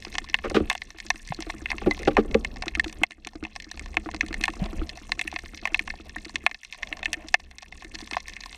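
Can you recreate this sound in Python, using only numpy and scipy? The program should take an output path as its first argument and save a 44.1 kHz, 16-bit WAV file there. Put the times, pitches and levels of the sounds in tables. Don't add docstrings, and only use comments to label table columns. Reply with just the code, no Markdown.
import sys
import numpy as np
from scipy import signal
from scipy.fft import rfft, irfft, next_fast_len
from scipy.io import wavfile
from scipy.ndimage import uniform_filter1d, minimum_filter1d, map_coordinates

SR = 44100
rng = np.random.default_rng(int(sys.argv[2]) if len(sys.argv) > 2 else 0)


def transcribe(signal):
    frames = np.atleast_2d(signal).T
    limited = np.clip(frames, -1, 1)
    pcm = np.round(limited * 32767).astype(np.int16)
    wavfile.write(sys.argv[1], SR, pcm)


N = 377937
TIME = np.arange(N) / SR


def amp(db):
    return 10 ** (np.asarray(db) / 20)


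def unit(x):
    return x / np.sqrt(np.mean(x ** 2) + 1e-20)


def peak(x):
    return np.abs(x).max()


def along(points, hz):
    point_hz, value = np.transpose(points)
    return np.interp(np.log(hz + 1), np.log(point_hz + 1), value)


def curve(rows):
    return np.interp(TIME, *np.transpose(rows))


def wobble(knots_per_s):
    coarse_s = TIME[::32]
    knots = rng.standard_normal(int(N * knots_per_s / SR) + 4)
    return np.interp(TIME, coarse_s, map_coordinates(knots, [coarse_s * knots_per_s]))


def filtered(x, response):
    m = next_fast_len(len(x) + 4096)
    spectrum = rfft(x, m) * response(np.fft.rfftfreq(m, 1 / SR))
    return irfft(spectrum, m)[:len(x)]


def resonances(modes, f):
    total = 0
    for k, (centre_hz, width_hz, db) in enumerate(modes):
        damping = 1j * f * width_hz
        total = total + (-1) ** k * amp(db) * damping / (centre_hz ** 2 - f * f + damping)
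    return total


def lowpass(f, corner_hz):
    return 1 / (1 + np.sqrt(2) * 1j * f / corner_hz - (f / corner_hz) ** 2)


def highpass(f, corner_hz):
    return -(f / corner_hz) ** 2 * lowpass(f, corner_hz)


def add(track, s, db, sound, measure=peak):
    part = track[max(round(s * SR), 0):][:len(sound)]
    part += (amp(db) * sound / measure(sound))[:len(part)]


def near_shrimp(scatter=0.17, scatter_t60_s=0.017, seabed_db=-50, seabed_t60_s=0.058, ripple_depth_db=4.0):
    # start in seconds, level over 10 ms in dB, then extra body, treble and air in dB.
    nearest = [(0.049, -35, 1, 21, -15), (0.1528, -30, -1, 6, -9), (0.1825, -23.5, 1, 5.5, 3),
               (0.298, -38.5, -15, 17, -5), (0.3428, -13, -5, -16, -11), (0.3875, -34, -4.5, -17, -6),
               (0.499, -37, 1, 10, 17), (0.6991, -19.5, 6, -3, 4), (0.7126, -26.5, 7, -22, -2),
               (0.728, -35, -3, -4, 6), (0.751, -30.5, 2, -12, 5), (0.8183, -31.5, -11, 4, -10),
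               (1.0013, -35.5, -20, 13, 5), (1.103, -17.5, -5, -1.5, 2.5), (1.346, -40, -9, 21, 20),
               (1.4049, -37.5, 10, 2, 20), (1.4235, -34.5, -3, 5, -13), (1.4999, -29.5, 0, -6, -18),
               (1.658, -26, -14, -22, -5), (1.7032, -28.5, -3, 6, -13), (1.7158, -24, -4.5, -11, 5),
               (1.7821, -34.0, -6, -2, -18), (1.9102, -28.5, 14.5, 16.5, 13), (2.0312, -36.0, -10, 0, 7),
               (2.0566, -38, -16, -34, -11), (2.168, -15.5, 10.5, -11, -10), (2.3443, -24.5, -6.5, -3, -12),
               (2.4473, -25, -10, -10, 1), (2.6225, -29.5, 0, 3, -5), (2.6808, -27.5, -9, 2, -11),
               (2.7515, -25.5, -12, -7, 5.5), (2.7962, -16, -13, 4, -3), (2.843, -32, -11, -4, 4),
               (2.927, -43, 6, 13, 26), (3.0342, -0.5, 0.5, -15, 0), (3.108, -29, 1, 6, 3),
               (3.1189, -29, -23, 0, 7), (3.2482, -29.5, -34, 12, -9), (3.271, -24.5, -5, -8, 6),
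               (3.4378, -33, 0, 9, -4), (3.4501, -26.5, 1.5, -9, -17), (3.561, -30.5, 6.5, 11.5, -3),
               (3.6004, -35.5, -15, 6, 8), (3.714, -34.5, -6.5, 6, 10), (3.7944, -35.5, -6, 6, 9),
               (3.9692, -18.0, -2.5, -11, -12), (4.1451, -34, 6, 8, 5), (4.2086, -18.5, -15, -2.5, -0.5),
               (4.328, -34.5, -3, -2, 6), (4.3418, -28.5, -4, -1, 9), (4.411, -34, -9, 5, 5),
               (4.428, -40, -4, -6, 8), (4.4382, -19, -5, -2, 4), (4.4545, -30, -6, 0, 7),
               (4.48, -22.5, 7, -6, -2), (4.893, -34.0, -25, 17, -12), (5.119, -21.0, -7, -1.5, 1),
               (5.193, -25, -2.5, -4, 6), (5.2127, -25.5, -9, -10, 8), (5.2769, -28, -11, -18, 10.5),
               (5.3611, -26.5, 2, -8, -19), (5.3884, -35.0, -7, -1, 6), (5.6539, -22.0, 2.5, 0.5, 1),
               (5.6734, -28.5, -4, -18, 1), (5.7443, -17, -5, -20, -7), (5.7931, -22, -9, -5, 0),
               (5.8769, -33, -2, -20, -7), (5.9028, -29.5, -10, -2, -16), (6.1601, -38.5, 17, 0, 26),
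               (6.3565, -23.5, -5.5, 3, -7), (6.4638, -7.5, -4, -15, -0.5), (6.5128, -29, -12, -5, 3),
               (6.545, -31.5, -6, 1, -17), (6.6326, -38.5, -16, 3, -5), (6.6482, -37.5, -9, 8, 5),
               (6.7252, -33.5, -11.5, 2, 4), (6.8304, -26.5, -12, 0, -15), (6.9264, -27.0, -5.5, -9, 3),
               (7.0294, -29.5, -7, -9, -14), (7.0566, -21.5, -9, -12, 3.5), (7.1308, -24.5, -5, 3, 18),
               (7.141, -28.5, -20, -17, -9), (7.2849, -38, -11, 17, 11), (7.3416, -4, -4.5, -8.5, -11),
               (7.5837, -36.5, -11.5, 8, 7), (7.7234, -38.5, -7, -3, -13), (7.8465, -41, -7.5, 7, 10),
               (7.9531, -34.5, 1, 7, 4), (8.1112, -32.5, 4, 3, 7), (8.1328, -29.5, -6, 1, -15),
               (8.144, -35, 4, -16, -12), (8.1678, -22.0, 12.5, 1, -15), (8.2817, -35.5, -5, 3, 12),
               (8.3653, -36, -7, -3, -5), (8.4362, -38.0, 0, 12, 1), (8.459, -37.5, 18, 16, 24)]
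    out, t = np.zeros(N), np.arange(2048) / SR
    bands_hz = np.geomspace(2000, 15000, num=14)

    def over_10_ms(x):
        return np.sqrt(np.sum(x ** 2) / (.01 * SR))

    for s, db, body_db, treble_db, air_db in [*nearest, *neighbours()]:
        tail = scatter * amp(-60 * t / scatter_t60_s) + amp(seabed_db - 60 * t / seabed_t60_s)
        spike = rng.standard_normal(len(t)) * tail
        spike[8] += 1
        colour = [(1100, body_db), (1800, 0), (2700, 0), (5000, treble_db), (10000, air_db)]  # (Hz, dB)
        ripple_db = ripple_depth_db * rng.standard_normal(len(bands_hz)) * np.linspace(.5, 1, num=len(bands_hz))

        def path(f):
            return housing(f) * amp(along(colour, f) + np.interp(f, bands_hz, ripple_db))

        add(out, s, db, filtered(spike, path), over_10_ms)
    return out


def neighbours(snaps_per_s=12):
    count = round(snaps_per_s * N / SR)
    times_s = rng.random(count) * N / SR
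    typical_db, spread_db = np.array([-42, 1, 8.5, 3.5]), np.array([0, 11, 4.5, 3.5])
    chance = np.clip(rng.standard_normal((count, 4)), -1.5, 1.5)
    return np.column_stack([times_s, typical_db + spread_db * chance])


def housing(f):
    # centre in Hz, width in Hz, level in dB.
    case_modes = [(727, 90.4, 1), (1093, 107, -1.5), (1350, 160, -13.5), (1790, 105, 4.5), (2118, 108, 5.5),
                  (2598, 202.5, 2.5), (3490, 376, -6), (4114, 390, -6.5), (5854, 1203, -13.5),
                  (8850, 1570, -26.5), (13000, 450, -40)]
    return resonances(case_modes, f) * highpass(f, 488) ** 2


def bumps(after_db=-25, after_t60_s=0.26, bass_share=0.13):
    # start in seconds, peak in dB, contact length in seconds,
    # softness corner in Hz, grit in dB.
    contacts = [(0.439, -17.5, 0.032, 1300, -34), (0.51, -21, 0.0033, 690, -35),
                (0.544, -10.5, .034, 890, -5), (0.564, -9, 0.0044, 1300, -29),
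                (.575, -25.5, 0.023, 342, -14), (0.602, -14, 0.0041, 180, -46),
                (1.816, -23.5, 0.0032, 700, -34), (1.861, -9, 0.018, 308, -34.5),
                (1.992, -31.5, .05, 600, -21), (2.074, -4.5, 0.013, 580, -20),
                (2.106, -27, 0.017, 300, -13.5), (2.172, -6.5, 0.02, 630, -34), (2.191, -23, 0.02, 550, -4),
                (2.247, -27.5, 0.0054, 600, -30), (2.309, -32, 0.0093, 600, -30.5),
                (2.345, -5.5, 0.0081, 560, -32.5)]
    # centre in Hz, width in Hz, level in dB.
    gear_modes = [(75, 19, -9.5), (123, 29, -11), (219.6, 18, -1.5), (301, 18, 0.5), (365, 43, 1.5),
                  (456, 33, 2), (539, 44, -1.5), (799, 40, -5), (1153, 91, -1), (1380, 800, -6),
                  (2700, 2500, -9)]
    out, t = np.zeros(N), np.arange(SR // 4) / SR
    for s, db, length_s, corner_hz, grit_db in contacts:
        pressing = np.exp(-(t / length_s) ** 4) + amp(after_db - 60 * t / after_t60_s)
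        force = pressing * rng.standard_normal(len(t))

        def struck_gear(f):
            contact = lowpass(f, corner_hz) + amp(grit_db) * lowpass(f, 3300)
            return resonances(gear_modes, f) * contact * highpass(f, bass_share * corner_hz)

        add(out, s, db, filtered(force, struck_gear))
    return out


def knocks(rattle=0.067, rattle_t60_s=0.049):
    # centre in Hz, width in Hz, level in dB.
    mount_modes = [(68, 18, -2.5), (214.2, 10.9, 3), (318, 28.8, 6.5), (352, 64, -20.5), (670, 43, -13),
                   (1080, 400, -17.5), (1167, 340, -12), (2480, 1170, -36.5), (3970, 410, -40)]
    out, t = np.zeros(N), np.arange(SR // 10) / SR
    for s, db in knock_train():
        tap = rattle * rng.standard_normal(len(t)) * amp(-60 * t / rattle_t60_s)
        tap[0] = 1
        add(out, s, db, filtered(tap, lambda f: resonances(mount_modes, f) * lowpass(f, 2300)))
    return out


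def knock_train(gap_s=.085, swing_s=.006, jitter_s=.0015, spread_db=0.7):
    # first knock in seconds, last knock in seconds, first peak in dB, last peak in dB.
    bouts = [(.07, .29, -32, -43), (.947, 1.148, -40, -35), (1.389, 1.612, -26, -34),
             (1.744, 2.005, -32, -36), (2.67, 2.86, -26, -26), (3.016, 3.183, -22, -35),
             (3.266, 3.431, -26, -19), (3.668, 3.81, -39, -36), (3.97, 4.31, -22, -25),
             (4.405, 4.485, -28, -26), (4.565, 4.812, -30, -25), (4.93, 5.33, -40, -33),
             (5.441, 5.808, -34, -34), (5.997, 5.997, -35, -35), (6.168, 6.518, -34, -36),
             (6.916, 7.244, -35, -37), (7.845, 8.118, -38, -31)]
    for first_s, last_s, first_db, last_db in bouts:
        count = round(abs(last_s - first_s) / gap_s) + 1
        steps = np.linspace((first_s, first_db), (last_s, last_db), count)
        for k, (s, db) in enumerate(steps):
            yield s + swing_s * (k % 2) + jitter_s * rng.normal(), db + spread_db * rng.normal()


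def pops(crack=0.9):
    # start in seconds, peak in dB, pitch in Hz.
    bursts = [(1.322, -17.5, 770), (1.497, -25.5, 880), (1.73, -24.5, 1030), (2.636, -25, 746),
              (2.842, -31, 820), (4.089, -21, 990), (5.327, -26, 790), (5.939, -30.5, 770),
              (7.081, -39, 900)]
    out = np.zeros(N)
    for s, db, pitch_hz in bursts:

        def cavity(f):
            ring = resonances([(pitch_hz, 190, 0)], f) * highpass(f, 490)
            return (ring + crack * housing(f)) * lowpass(f, 890)

        add(out, s, db, filtered(signal.unit_impulse(1024), cavity))
    return out


def bubbles_and_pings():
    # start in seconds, peak in dB, starting pitch in Hz, T60 in seconds.
    bubbles = [(1.303, -24.5, 130, 0.05), (4.617, -17.5, 164, 0.062)]
    # start in seconds, peak in dB, pitch in Hz, T60 in seconds.
    pings = [(1.91, -15.5, 2045, 0.051), (6.164, -21, 1830, 0.015)]
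    out = np.zeros(N)
    for s, db, pitch_hz, t60_s in bubbles:
        add(out, s, db, ringing(pitch_hz, t60_s, attack_s=0.0036, glide=0.68))
    for s, db, pitch_hz, t60_s in pings:
        add(out, s, db, ringing(pitch_hz, t60_s, attack_s=0.00099, glide=0))
    return out


def ringing(pitch_hz, t60_s, attack_s, glide):
    t = np.arange(SR // 4) / SR
    tone = np.sin(2 * np.pi * pitch_hz * t * (1 + glide * t / t60_s / 2))
    return tone * amp(-60 * t / t60_s) * (1 - np.exp(-(t / attack_s) ** 2))


def water(wash_db=-26, swish_edge_s=0.0038):
    # time in seconds, rumble level in dB.
    push_levels = [(0, -45), (.4, -44.5), (.6, -32), (.8, -48.5), (1.4, -41), (2.35, -31.5), (2.6, -40),
                   (3.4, -42), (3.65, -49), (4, -39.5), (4.8, -37), (4.98, -47), (6.4, -44), (6.65, -54),
                   (7, -45), (7.8, -47), (8, -44), (8.57, -47)]
    # start in seconds, length in seconds, level in dB.
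    swishes = [(4.596, 0.076, -40.5), (4.663, 0.32, -55), (5.627, 0.092, -49), (6.055, 0.027, -52),
               (6.775, 0.5, -52)]
    # frequency in Hz, relative level in dB.
    rumble_spectrum = [(10, -19.5), (26, 2.5), (40, 0), (51, -13.5), (66, 1), (88, -20.5), (115, -17.5),
                       (150, -21), (215, -13.5), (270, -19.5), (450, -25.5), (1200, -43.5), (3000, -100)]
    wash_spectrum = [(100, -20), (300, -4), (480, -20.5), (720, 6), (900, -9.5), (1080, -7.5), (1350, -5),
                     (2500, -39), (6000, -31)]
    swish_spectrum = [(150, -49), (450, -12.5), (560, -6.5), (620, 1.5), (740, -1), (830, -13),
                      (1080, -10.5), (1300, -24), (1900, -15), (2700, -16.5), (6000, -47)]
    rumble = flow(rumble_spectrum, surge_db=3.36, surges_per_s=16)
    wash = flow(wash_spectrum, surge_db=6.5, surges_per_s=78)
    push = amp(curve(push_levels)) * (rumble + amp(wash_db) * wash)
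    eddies = np.zeros(N)
    for s, length_s, db in swishes:
        to_edge_s = np.minimum(TIME - s, s + length_s - TIME)
        eddies += amp(db) * np.clip(to_edge_s / swish_edge_s, 0, 1)
    return push + eddies * flow(swish_spectrum, surge_db=1.5, surges_per_s=41)


def flow(spectrum, surge_db, surges_per_s):
    noise = filtered(rng.standard_normal(N), lambda f: amp(along(spectrum, f)))
    return unit(noise * amp(surge_db * wobble(surges_per_s)))


def reef(level_db, treble_db=7, ticks_db=4, fizz_db=-4.5):
    tilt = [(2000, 0.012), (6000, treble_db), (12000, treble_db + 13.0)]  # (Hz, dB)

    def through_case(x):
        return unit(filtered(x, lambda f: housing(f) * amp(along(tilt, f))))

    ticks = 0
    for pitch_hz in np.geomspace(1100, 12000, num=8):
        claw = lambda f: np.exp(-(np.log2((f + 1) / pitch_hz) / .5) ** 2)
        ticks = ticks + filtered(colony(snaps_per_s=50, spread_db=7), claw)
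    fizz = colony(snaps_per_s=600, spread_db=8)
    swell = amp(1.4 * wobble(knots_per_s=13))
    return swell * (amp(level_db + ticks_db) * through_case(ticks) + amp(level_db + fizz_db) * through_case(fizz))


def colony(snaps_per_s, spread_db, scatter=0.22, scatter_t60_s=0.021):
    chance, size = rng.random(N), rng.standard_normal(N)
    sizes = amp(spread_db * np.minimum(size, 1.5))
    spikes = (chance < snaps_per_s / SR) * sizes * rng.choice([-1, 1], N)
    power_decay = amp(-60 / (SR * scatter_t60_s)) ** 2
    trails = np.sqrt(signal.lfilter([1], [1, -power_decay], spikes ** 2))
    return unit(spikes + scatter * trails * rng.standard_normal(N))


def scene():
    # time in seconds, level in dB.
    distant = [(0, -55), (.6, -58.5), (1.6, -55), (2.4, -59.5), (4, -61), (4.55, -56), (5.6, -58),
               (7.1, -60), (7.6, -59), (8.57, -55.5)]
    shrimp = near_shrimp() + reef(curve(distant))
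    gear = knocks() + bumps()
    return (shrimp + pops() + gear + bubbles_and_pings() + water())[None]


def record(dry, ceiling_db=-2.8, recovery_db_per_s=21, top_hz=15600):
    x = dry[0]
    over_db = np.maximum(20 * np.log10(np.abs(x) + 1e-9) - ceiling_db, 0)
    ahead_db = -minimum_filter1d(-over_db, size=65)
    recovered_db = recovery_db_per_s * TIME
    cut_db = np.maximum.accumulate(ahead_db + recovered_db) - recovered_db
    levelled = x * amp(-uniform_filter1d(cut_db, size=33))
    return filtered(levelled, lambda f: 1 / (1 + (f / top_hz) ** 60))[None]


dry = scene()
out = record(dry)
transcribe(out)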